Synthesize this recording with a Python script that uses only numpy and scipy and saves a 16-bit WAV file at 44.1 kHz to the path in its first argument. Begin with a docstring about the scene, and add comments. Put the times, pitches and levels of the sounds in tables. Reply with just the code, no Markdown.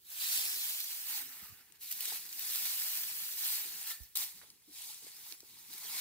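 """Open hillside: a fork drags, lifts and tosses dry hay a few metres from a hand-held phone, at one spot
and then, after an abrupt cut, at a second. Shaped noise broken into tiny grains makes the rustle; ticks
with a short rough ring are snapping stems. Decaying partials ring a tine on stones, sliding narrow noise
creaks as wood, and sagging tones with a gritty scuff are handle and feet thudding on soft ground or
fingers bumping the phone. A wavering wing tone passes twice, over still air and a low, lumpy stir of hay."""
import sys
import numpy as np
from scipy import signal
from scipy.fft import rfft, irfft, next_fast_len
from scipy.io import wavfile
from scipy.ndimage import uniform_filter1d

SR = 44100
rng = np.random.default_rng(int(sys.argv[2]) if len(sys.argv) > 2 else 0)


def to_wav(sig):
    """Store sig (one row per channel, or 1-D mono) as 16-bit WAV at the path in sys.argv[1].

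    Samples outside -1..1 are clipped; the rate is SR.
    """
    pcm = np.clip(np.atleast_2d(sig), -1, 1) * 32767
    pcm = np.round(pcm).astype(np.int16)
    wavfile.write(sys.argv[1], SR, pcm.T)  # frames by channels


N = 264996  # length [samples]

# Still air of a quiet hillside: (frequency [Hz], relative level per Hz [dB])
AIR_COLOUR = [(15, -53), (25, -39), (42, -17.5), (70, -0.5), (222, -19), (460, -12), (498, -22),
              (1210, -22.5), (3470, -20.5), (5340, -29), (6280, -43), (9660, -22), (15700, -16)]
# Low stir of the hay, colour: (frequency [Hz], relative level per Hz [dB])
STIR_COLOUR = [(60, -34), (130, 1), (250, -1.5), (400, -3), (560, -8), (750, -46.5)]
# Low stir of the hay, swells: (time [s], level before trim [dB])
STIR_LEVEL = [(0.0, -85), (0.3, -79), (0.62, -72), (0.85, -80), (1.36, -72.5), (1.82, -81), (2.1, -75),
              (2.35, -79), (2.63, -71), (3.0, -75.5), (3.7, -72), (4.05, -92), (4.2, -75), (4.35, -80),
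              (4.52, -73), (4.72, -92), (4.9, -78), (5.3, -81), (5.9, -69)]
# Two fly passes, each a list of: (time [s], wing beat [Hz], level [dB])
FLY_PASSES = [
    [(0.45, 320, -76), (0.558, 358, -72), (0.616, 372, -76), (0.68, 304, -82), (0.82, 358, -81),
     (0.9, 352, -86), (0.984, 295, -81), (1.068, 281, -93), (1.11, 309, -81), (1.175, 311, -73),
     (1.27, 257, -72), (1.4, 255, -83)],
    [(2.2, 275, -85), (2.24, 330, -80), (2.442, 313, -83), (2.48, 385, -80), (2.5, 365, -82)],
]
# Handle and feet on soft ground: (time [s], level [dB], settled pitch [Hz], left over right [dB], time scale [s])
GROUND_THUDS = [(1.422, -59, 214, -5, 0.013), (2.079, -54, 856, 3, 0.0065), (2.112, -62.5, 417, 1, 0.043),
                (2.1215, -44, 746, -1, 0.0034), (3.65, -64, 449, 7, 0.032), (4.0025, -61, 370, -14, 0.0013),
                (4.34, -69, 193, -4, .04), (4.4155, -49.5, 1450, -21, 0.0006), (4.43, -69, 496, -19, 0.016),
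                (4.675, -59.5, 285, -1, 0.037), (5.02, -67, 383, 10, 0.017), (5.043, -62, 350, -1, .008),
                (5.066, -52, 407, 3, 0.0041), (5.316, -67.5, 356, -18, 0.02), (5.431, -53, 440, -1, 0.0043),
                (5.687, -65, 256, 0, 0.038), (5.74, -64, 396, 1, 0.015), (5.84, -67, 394, 1, .03)]
# Fingers on the phone: (time [s], level [dB], settled pitch [Hz], left over right [dB], time scale [s])
FINGER_BUMPS = [(1.42, -63, 60, -8, 0.023), (1.495, -63, 85, -16, 0.031), (1.524, -56, 99, -13, 0.0084),
                (2.64, -69, 57, 13, 0.025), (4.004, -55, 55.5, -25, 0.028)]
# Wood rubbing on packed stalks: (start [s], length [s], first pitch [Hz], last pitch [Hz], level [dB])
WOOD_CREAKS = [(1.07, .18, 900, 780, -63.5), (1.379, 0.16, 1350, 1173, -69), (1.497, .16, 1553, 1413, -74),
               (3.808, 0.039, 825, 800, -73), (4.817, 0.11, 960, 850, -72)]
# Partials of the ringing tine: (frequency [Hz], mean relative level [dB], 60 dB decay [s])
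TINE_PARTIALS = [(1350, -3.5, 0.13), (1787, -0.5, 0.32), (1940, -8, 0.054), (2050, 2.5, 0.049),
                 (860, -15, 0.16)]
# Tine touching stones: (time [s], level before trim [dB], left over right [dB])
STONE_CONTACTS = [(3.8398, -42, -0.5), (3.8744, -38, -2), (3.9034, -30.5, -3), (3.9444, -48, -10)]
# Snapping stems: (time [s], level before trim [dB], pitch [Hz], left over right [dB])
STEM_SNAPS = [(0.103, -41, 13500, 1), (0.803, -31.5, 12700, -19), (0.8422, -34, 12940, 1),
              (1.7223, -48, 8000, 11), (1.8115, -42, 11500, 0), (1.834, -40, 13200, 7),
              (1.9114, -32, 12300, -10), (1.915, -30.5, 13300, 14), (1.9248, -35, 12300, -17),
              (2.007, -24.5, 14600, -1), (2.0544, -26.5, 8000, 6), (2.1724, -33, 13000, 4),
              (2.328, -34, 6500, -2), (2.3938, -26.5, 15100, 3), (2.5582, -27, 13500, -10),
              (2.799, -27, 14900, -14), (2.973, -28, 12500, -5), (3.0348, -26.5, 13000, -1),
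              (3.4499, -28, 11700, -11), (3.465, -31, 13800, 2), (3.8286, -35, 9500, 0),
              (3.873, -29.5, 11650, -2), (4.035, -44.0, 14600, -4), (4.1552, -30, 13500, -8),
              (4.1715, -24.5, 11300, 17.5), (4.21, -30, 9000, 3), (4.5022, -43.0, 4730, -1),
              (4.8196, -36, 8200, 7), (4.9443, -41, 8350, 12), (5.3234, -34, 4200, -9),
              (5.4042, -42, 5450, 1), (5.737, -39, 14600, -3), (5.78, -36, 11800, 3)]
# Direction of the fork: (time [s], lead of the left in the treble [ms], left over right before shading [dB])
FORK_BEARING = [(0, 0.343, -13.5), (.7, 0.17, -9.5), (1.3, 0.093, -12.5), (1.8, 0.056, -7.5),
                (2.5, 0.078, -3.5), (3.2, 0.13, -4), (4.1, 0.062, -1.5), (4.2, 0.086, -4.5),
                (6.01, 0.062, -3.5)]
# The phone body shades the left microphone: (frequency [Hz], share of the left-right difference [ratio])
BODY_SHADE = [(500, -0.33), (900, 0.28), (1600, 0.92), (2600, 0.61), (4500, 0.036), (8000, -0.14),
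              (11000, -0.19), (15000, .4)]
# Likeness of left and right in the rustle: (frequency [Hz], correlation [0-1])
LIKENESS = [(300, .7), (700, 0.75), (1200, 0.64), (2200, 0.69), (4500, 0.45), (8000, 0.067), (13000, 0.04)]
# Finest, brightest part of the rustle: (frequency [Hz], relative level per Hz [dB])
FIZZ_COLOUR = [(6500, -44), (11000, 1.5), (13000, 7.5), (14900, 8.5), (15500, 6.5), (15800, -0.5)]
# Crackle of the stalks: (frequency [Hz], relative level per Hz [dB])
CRACKLE_COLOUR = [(3820, -31), (6500, -7.5), (8140, -2), (9390, -3), (11000, -1), (14300, -24),
                  (22000, -120)]
# Swish of the stalks: (frequency [Hz], relative level per Hz [dB])
SWISH_COLOUR = [(1350, -37.5), (2300, -8.5), (2590, -7.5), (2960, -6.5), (4260, -0.5), (6500, -5),
                (8450, -12), (14300, -120)]
# Tines dragging through the hay at the first spot: (frequency [Hz], relative level per Hz [dB])
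FIRST_SPOT_DRAG = [(330, -41), (560, -18), (642, -12), (803, -4), (1010, -8.5), (1560, -4), (1770, 0),
                   (2300, -4), (2990, -3), (5060, -120)]
# Tines dragging through the hay after the cut, at a second spot: (frequency [Hz], relative level per Hz [dB])
SECOND_SPOT_DRAG = [(330, -42), (560, -16), (623, -19), (789, -2), (1060, -6), (1160, -11), (1250, -4),
                    (1420, -8.5), (2300, -0.5), (2990, -32), (5060, -120)]
# Strokes of the fork: (full strength at [s], rise [s per 20 dB], hold [s], level [dB], sag over the hold [dB],
# fall [s per 20 dB], swish relative to the whole [dB], drag relative to the whole [dB])
FORK_STROKES = [(0.121, 0.08, 0.018, -48.0, 1.5, 0.757, -8.0, -16.0),
                (0.221, 0.115, 0.133, -38.0, -3.0, 0.649, -6.5, -19.0),
                (0.649, 0.401, 0.366, -39.0, 8.0, 0.068, -7.5, -20.0),
                (0.911, 0.095, 0.019, -48.0, 0.5, 0.1, -7.5, -19.0),
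                (1.085, 0.193, 0.091, -41.0, -1.5, 0.153, -8.5, -16.0),
                (1.322, 0.166, 0.128, -51.5, 1.5, 0.269, -9.0, -11.5),
                (1.612, 0.251, 0.032, -65.5, 3.5, 0.289, -6.0, -5.5),
                (1.757, 0.048, 0.013, -63.0, 5.5, 0.041, -8.0, -8.0),
                (1.818, 0.028, 0.105, -50.0, -3.5, 0.084, -7.5, -21.5),
                (1.917, 0.056, 0.014, -44.0, 1.0, 0.248, -10.0, -22.5),
                (2.027, 0.116, 0.124, -41.0, 0.0, 0.144, -7.0, -16.5),
                (2.351, 0.322, 0.094, -52.5, -8.0, 0.8, -7.0, -17.5),
                (2.389, 0.051, 0.019, -48.0, 0.5, 0.1, -8.0, -18.0),
                (2.548, 0.366, 0.415, -38.0, 0.5, 0.726, -8.5, -18.0),
                (3.173, 0.154, 0.062, -44.0, -1.5, 0.263, -9.5, -18.5),
                (3.446, 0.25, 0.109, -37.0, -0.5, 0.245, -8.5, -18.5),
                (3.75, 0.309, 0.08, -46.5, 0.5, 0.07, -7.0, -14.0),
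                (3.905, 0.14, 0.047, -40.0, 10.0, 0.083, -7.5, -15.5),
                (4.019, 0.139, 0.019, -57.5, 0.5, 0.099, -9.0, -19.5),
                (4.156, 0.004, 0.077, -36.5, 2.5, 0.096, -7.5, -19.0),
                (4.423, 0.232, 0.047, -63.0, 3.5, 0.274, -4.0, -11.0),
                (4.772, 0.13, 0.131, -50.5, -2.5, 0.23, -5.5, -19.5),
                (5.038, 0.1, 0.026, -55.0, 0.0, 0.517, -5.0, -15.0),
                (5.299, 0.355, 0.046, -50.5, 4.5, 0.058, -7.0, -15.5),
                (5.523, 0.365, 0.098, -59.0, 1.0, 0.15, -6.0, -16.5),
                (5.733, 0.111, 0.095, -52.0, 8.0, 0.372, -6.5, -17.5),
                (5.97, 0.34, 0.172, -40.0, -1.0, 0.472, -6.5, -14.0)]

AIR_DB, STIR_TRIM_DB = -74.0, -2.5
CUT_S = 4.153  # the scene cuts here: earlier strokes stop dead and the drag changes colour
SETTLE_DB, SETTLE_DB_PER_S = -10.8, 61.5  # settling hay: start relative to the stroke's end, fade
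SETTLE_SWISH_DB, SETTLE_DRAG_DB = 1.1, 2.7  # extra swish and drag make the settling duller
CRACKLE_OVER_SWISH_DB = 0.7
TOP_HZ = 15750  # nothing is kept above this


def amp(db):
    """Turn decibels into amplitude."""
    return 10 ** (np.asarray(db) / 20)


def along(points, hz):
    """Read a (frequency, value) curve on a log frequency axis."""
    f, v = np.transpose(points)
    return np.interp(np.log(hz + 1), np.log(f + 1), v)


def curves(rows, t=None):
    """Read every column after the time, at each sample or at the times t."""
    s, *cols = np.transpose(rows)
    at = np.arange(N) / SR if t is None else t
    return [np.interp(at, s, c) for c in cols]


def add(track, s, sound, pan_db):
    """Mix a short sound into both channels, left over right by pan_db."""
    start = round(s * SR)
    panned = amp([[pan_db / 2], [-pan_db / 2]]) * sound
    track[:, start:start + np.shape(sound)[-1]] += panned[:, :N - start]


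def coloured(spectrum, alike):
    """Steady stereo noise of a given colour and left-right likeness, rms 1 at the centre."""
    m = next_fast_len(N)
    colour = amp(along(spectrum, np.fft.rfftfreq(m, 1 / SR)))
    a, b = irfft(rfft(rng.standard_normal((2, m))) * colour, m)[:, :N]
    turn = np.arccos(np.clip(alike, 0, 1)) / 2
    shared, own = np.cos(turn) * a, np.sin(turn) * b
    x = np.array([shared + own, shared - own])
    return x / x.mean(0).std()


def grains(rate, spread_db, decay, bed=0):
    """Envelope of tiny breaks over a smooth bed: sudden start, quick decay, a few much larger than the rest."""
    hits = rng.random(N) < rate / SR
    size = amp(spread_db * np.minimum(rng.exponential(size=N), 4)) * hits
    power = signal.lfilter([1], [1, -np.exp(-2 / (decay * SR))], size ** 2)
    return np.sqrt(power + bed ** 2 + 1e-9)


def hillside():
    """Still air as steady noise, and the low stir of the hay as noise swelling in lumps."""
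    lumps = grains(60, spread_db=2.5, decay=0.04)
    stir = lumps / np.sqrt(np.mean(lumps ** 2)) * coloured(STIR_COLOUR, alike=0.5)
    air = amp(AIR_DB) * coloured(AIR_COLOUR, alike=0.26)
    return air + amp(curves(STIR_LEVEL)[0] + STIR_TRIM_DB) * stir


def fly():
    """A fly's wing beat as a nearly pure tone of wandering pitch that fades in and out."""
    out = np.zeros((2, N))
    for rows in FLY_PASSES:
        t = np.arange(rows[0][0], rows[-1][0], 1 / SR)
        hz, db = curves(rows, t)
        wings = np.sin(2 * np.pi * np.cumsum(hz) / SR)
        fade = signal.windows.tukey(len(t), .2)
        add(out, t[0], np.sqrt(2) * amp(db) * fade * wings, -1.5)
    return out


def soft_blows(table, sag, rough, grit):
    """A few cycles that swell and die, the pitch sagging and wavering, with a longer gritty scuff."""
    out = np.zeros((2, N))
    t = np.arange(SR // 4) / SR
    for s, db, hz, pan_db, time_scale in table:
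        u = t / time_scale
        waver = uniform_filter1d(rng.standard_normal(len(u)), size=200) * np.sqrt(200)
        phase = 2 * np.pi * np.cumsum(hz * (1 + sag * np.exp(-4 * u) + rough * waver)) / SR
        push = 3 * np.e * u * np.exp(-3 * u) * np.sin(phase)
        # the blow is thinned below about a third of its pitch
        thin = signal.butter(2, hz * 0.35, "highpass", fs=SR, output="sos")
        push = signal.sosfilt(thin, push)
        band = signal.butter(2, [hz * 0.46, hz * 2.5], "bandpass", fs=SR, output="sos")
        scuff = signal.sosfilt(band, rng.standard_normal((2, len(u))))
        scuff_shape = (1 - np.exp(-t / 0.0048)) * np.exp(-t / (time_scale + 0.024))
        scuff = grit * scuff / scuff.std() * scuff_shape
        add(out, s, amp(db) * (push + scuff), pan_db)
    return out


def creaks():
    """Wood rubbing on packed stalks: narrow noise that slides down in pitch."""
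    out = np.zeros((2, N))
    for s, length, first_hz, last_hz, db in WOOD_CREAKS:
        n = round(length * SR)
        # two slow random waves on a cosine and a sine make a narrow band of noise
        re, im = uniform_filter1d(rng.standard_normal((2, n)), size=250, axis=1) * np.sqrt(250)
        phase = 2 * np.pi * np.cumsum(np.linspace(first_hz, last_hz, n)) / SR
        rub = re * np.cos(phase) + im * np.sin(phase)
        add(out, s, amp(db) * signal.windows.tukey(n, .5) * rub, -2.5)
    return out


def tine():
    """Each stone rings the tine's partials at new strengths; stalks brushing it blur the tone."""
    out, t = np.zeros((2, N)), np.arange(SR // 3) / SR
    for s, db, pan_db in STONE_CONTACTS:
        blur = np.cumsum(rng.normal(0, 0.045, len(t)))
        ring = np.zeros(len(t))
        for hz, level, t60 in TINE_PARTIALS:
            partial_db = level + rng.normal(0, 1.1) - 60 * t / t60
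            ring += amp(partial_db) * np.sin(2 * np.pi * hz * t + blur)
        add(out, s, amp(db - 17) * (1 - np.exp(-t / 0.0016)) * ring, pan_db)
    return out


def snaps():
    """A stem breaks: a broad tick, a short rough ring at its own pitch and a brief splintering tail."""
    out, t = np.zeros((2, N)), np.arange(SR // 40) / SR
    for s, db, hz, pan_db in STEM_SNAPS:
        tick, scatter, tail = rng.standard_normal((3, len(t)))
        ring = np.sin(2 * np.pi * hz * t + np.cumsum(0.39 * scatter)) * np.exp(-t / 0.0013)
        splinter = 0.66 * tick * np.exp(-t / 0.00042) + 0.23 * tail * np.exp(-t / 0.0046)
        shape = (1 - np.exp(-t / .00015)) * (ring + splinter)
        sound = amp(db + 4.0) * shape / np.abs(shape).max()
        lag = round(curves(FORK_BEARING, s)[0] * SR / 1000)  # the right microphone hears it later
        add(out, s, np.array([sound, np.roll(sound, lag)]), pan_db)
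    # the snaps keep nothing below about 2.5 kHz
    return signal.sosfilt(signal.butter(2, 2500, "highpass", fs=SR, output="sos"), out)


def strokes():
    """Gains of fizz, crackle, swish and drag: each stroke rises, holds, falls and leaves the hay settling."""
    t = np.arange(0, N, 32) / SR
    s, rise, hold, db, sag_db, fall, swish_db, drag_db = np.transpose(FORK_STROKES)[..., None]
    since = t - s
    same_spot = (s < CUT_S) == (t < CUT_S)  # a stroke sounds only on its own side of the cut
    before, after = np.clip(-since, 0, None), np.clip(since - hold, 0, None)
    push_db = db - 20 * before / rise - sag_db * np.clip(since / hold, 0, 1) - 20 * after / fall
    settle_db = db - sag_db + SETTLE_DB - SETTLE_DB_PER_S * after
    # from here on in power: amp of twice the decibels
    push = amp(2 * push_db) * same_spot
    settle = amp(2 * settle_db) * same_spot * (after > 0)
    swish = (amp(2 * swish_db) * (push + amp(2 * SETTLE_SWISH_DB) * settle)).sum(0)
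    drag = (amp(2 * drag_db) * (push + amp(2 * SETTLE_DRAG_DB) * settle)).sum(0)
    crackle = amp(2 * CRACKLE_OVER_SWISH_DB) * swish
    whole = (push + settle).sum(0)
    fizz = np.maximum(whole - swish - crackle, .05 * whole)  # the power left over, with a floor
    return [np.interp(np.arange(N) / SR, t, np.sqrt(power)) for power in (fizz, crackle, swish, drag)]


def rush(spectrum, envelope, patchy_db):
    """Stereo noise from the direction of the fork, patchy in time and pitch, rms 1 at the centre."""
    hz, t, z = signal.stft(envelope * rng.standard_normal((2, N)), SR, nperseg=256)
    field = uniform_filter1d(rng.standard_normal(z.shape[1:]), size=3, axis=0)
    field = uniform_filter1d(field, size=9, axis=1)
    colour = amp(along(spectrum, hz)[:, None] + patchy_db * field / field.std())
    lead_ms, pan_db = curves(FORK_BEARING, t)
    wrap_hz = 700  # long waves wrap round the phone and arrive nearly together
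    lead_turn = np.exp(1j * np.pi * np.outer(hz * hz / (hz + wrap_hz), lead_ms / 1000))
    left_shift = lead_turn * amp(np.outer(along(BODY_SHADE, hz), pan_db / 2))  # half on each side
    turn = np.arccos(np.clip(along(LIKENESS, hz), 0, 1))[:, None] / 2
    shared, own = np.cos(turn) * z[0], np.sin(turn) * z[1]
    pair = colour * np.array([(shared + own) * left_shift, (shared - own) / left_shift])
    x = signal.istft(pair, SR, nperseg=256)[1][:, :N]
    return x / x.mean(0).std()


def hay():
    """The same breaking stalks feed every part of the rustle, each with finer breaks of its own."""
    fizz_gain, crackle_gain, swish_gain, drag_gain = strokes()
    quick_breaks = grains(400, spread_db=2.0, decay=0.0012, bed=1.9)
    breaks = quick_breaks * grains(40, spread_db=2.5, decay=.02, bed=2.6)
    fizz_breaks = breaks * grains(750, spread_db=2.2, decay=.0004, bed=1.4)
    fizz = rush(FIZZ_COLOUR, fizz_breaks, patchy_db=0.5)
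    crackle_breaks = breaks * grains(700, spread_db=3.0, decay=.0006, bed=1.9)
    crackle = rush(CRACKLE_COLOUR, crackle_breaks, patchy_db=1.55)
    swish_breaks = breaks * grains(500, spread_db=2.5, decay=0.0011, bed=3.3)
    swish = rush(SWISH_COLOUR, swish_breaks, patchy_db=2.3)
    tine_breaks = breaks * grains(300, spread_db=0.0, decay=0.0071, bed=1.5)
    first_drag = rush(FIRST_SPOT_DRAG, tine_breaks, patchy_db=1.0)
    second_drag = rush(SECOND_SPOT_DRAG, tine_breaks, patchy_db=1.5)
    drag = np.where(np.arange(N) < CUT_S * SR, first_drag, second_drag)
    return fizz_gain * fizz + crackle_gain * crackle + swish_gain * swish + drag_gain * drag


def scene():
    """Layer the hillside, the fly, the blows and the fork in its hay."""
    thuds = soft_blows(GROUND_THUDS, sag=0.09, rough=.18, grit=0.21)
    bumps = soft_blows(FINGER_BUMPS, sag=0.77, rough=0.059, grit=0.086)
    return hillside() + fly() + thuds + bumps + creaks() + tine() + snaps() + hay()


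def record(dry):
    """The phone has a dip in its low mids and keeps nothing above its band limit."""
    m = next_fast_len(N + 8192)
    hz = np.fft.rfftfreq(m, 1 / SR)
    dip_db = -4.5 * np.exp(-((hz - 560) / 70) ** 2)
    return irfft(rfft(dry, m) * amp(dip_db) * (hz < TOP_HZ), m)[:, :N]


dry = scene()
out = record(dry)
to_wav(out)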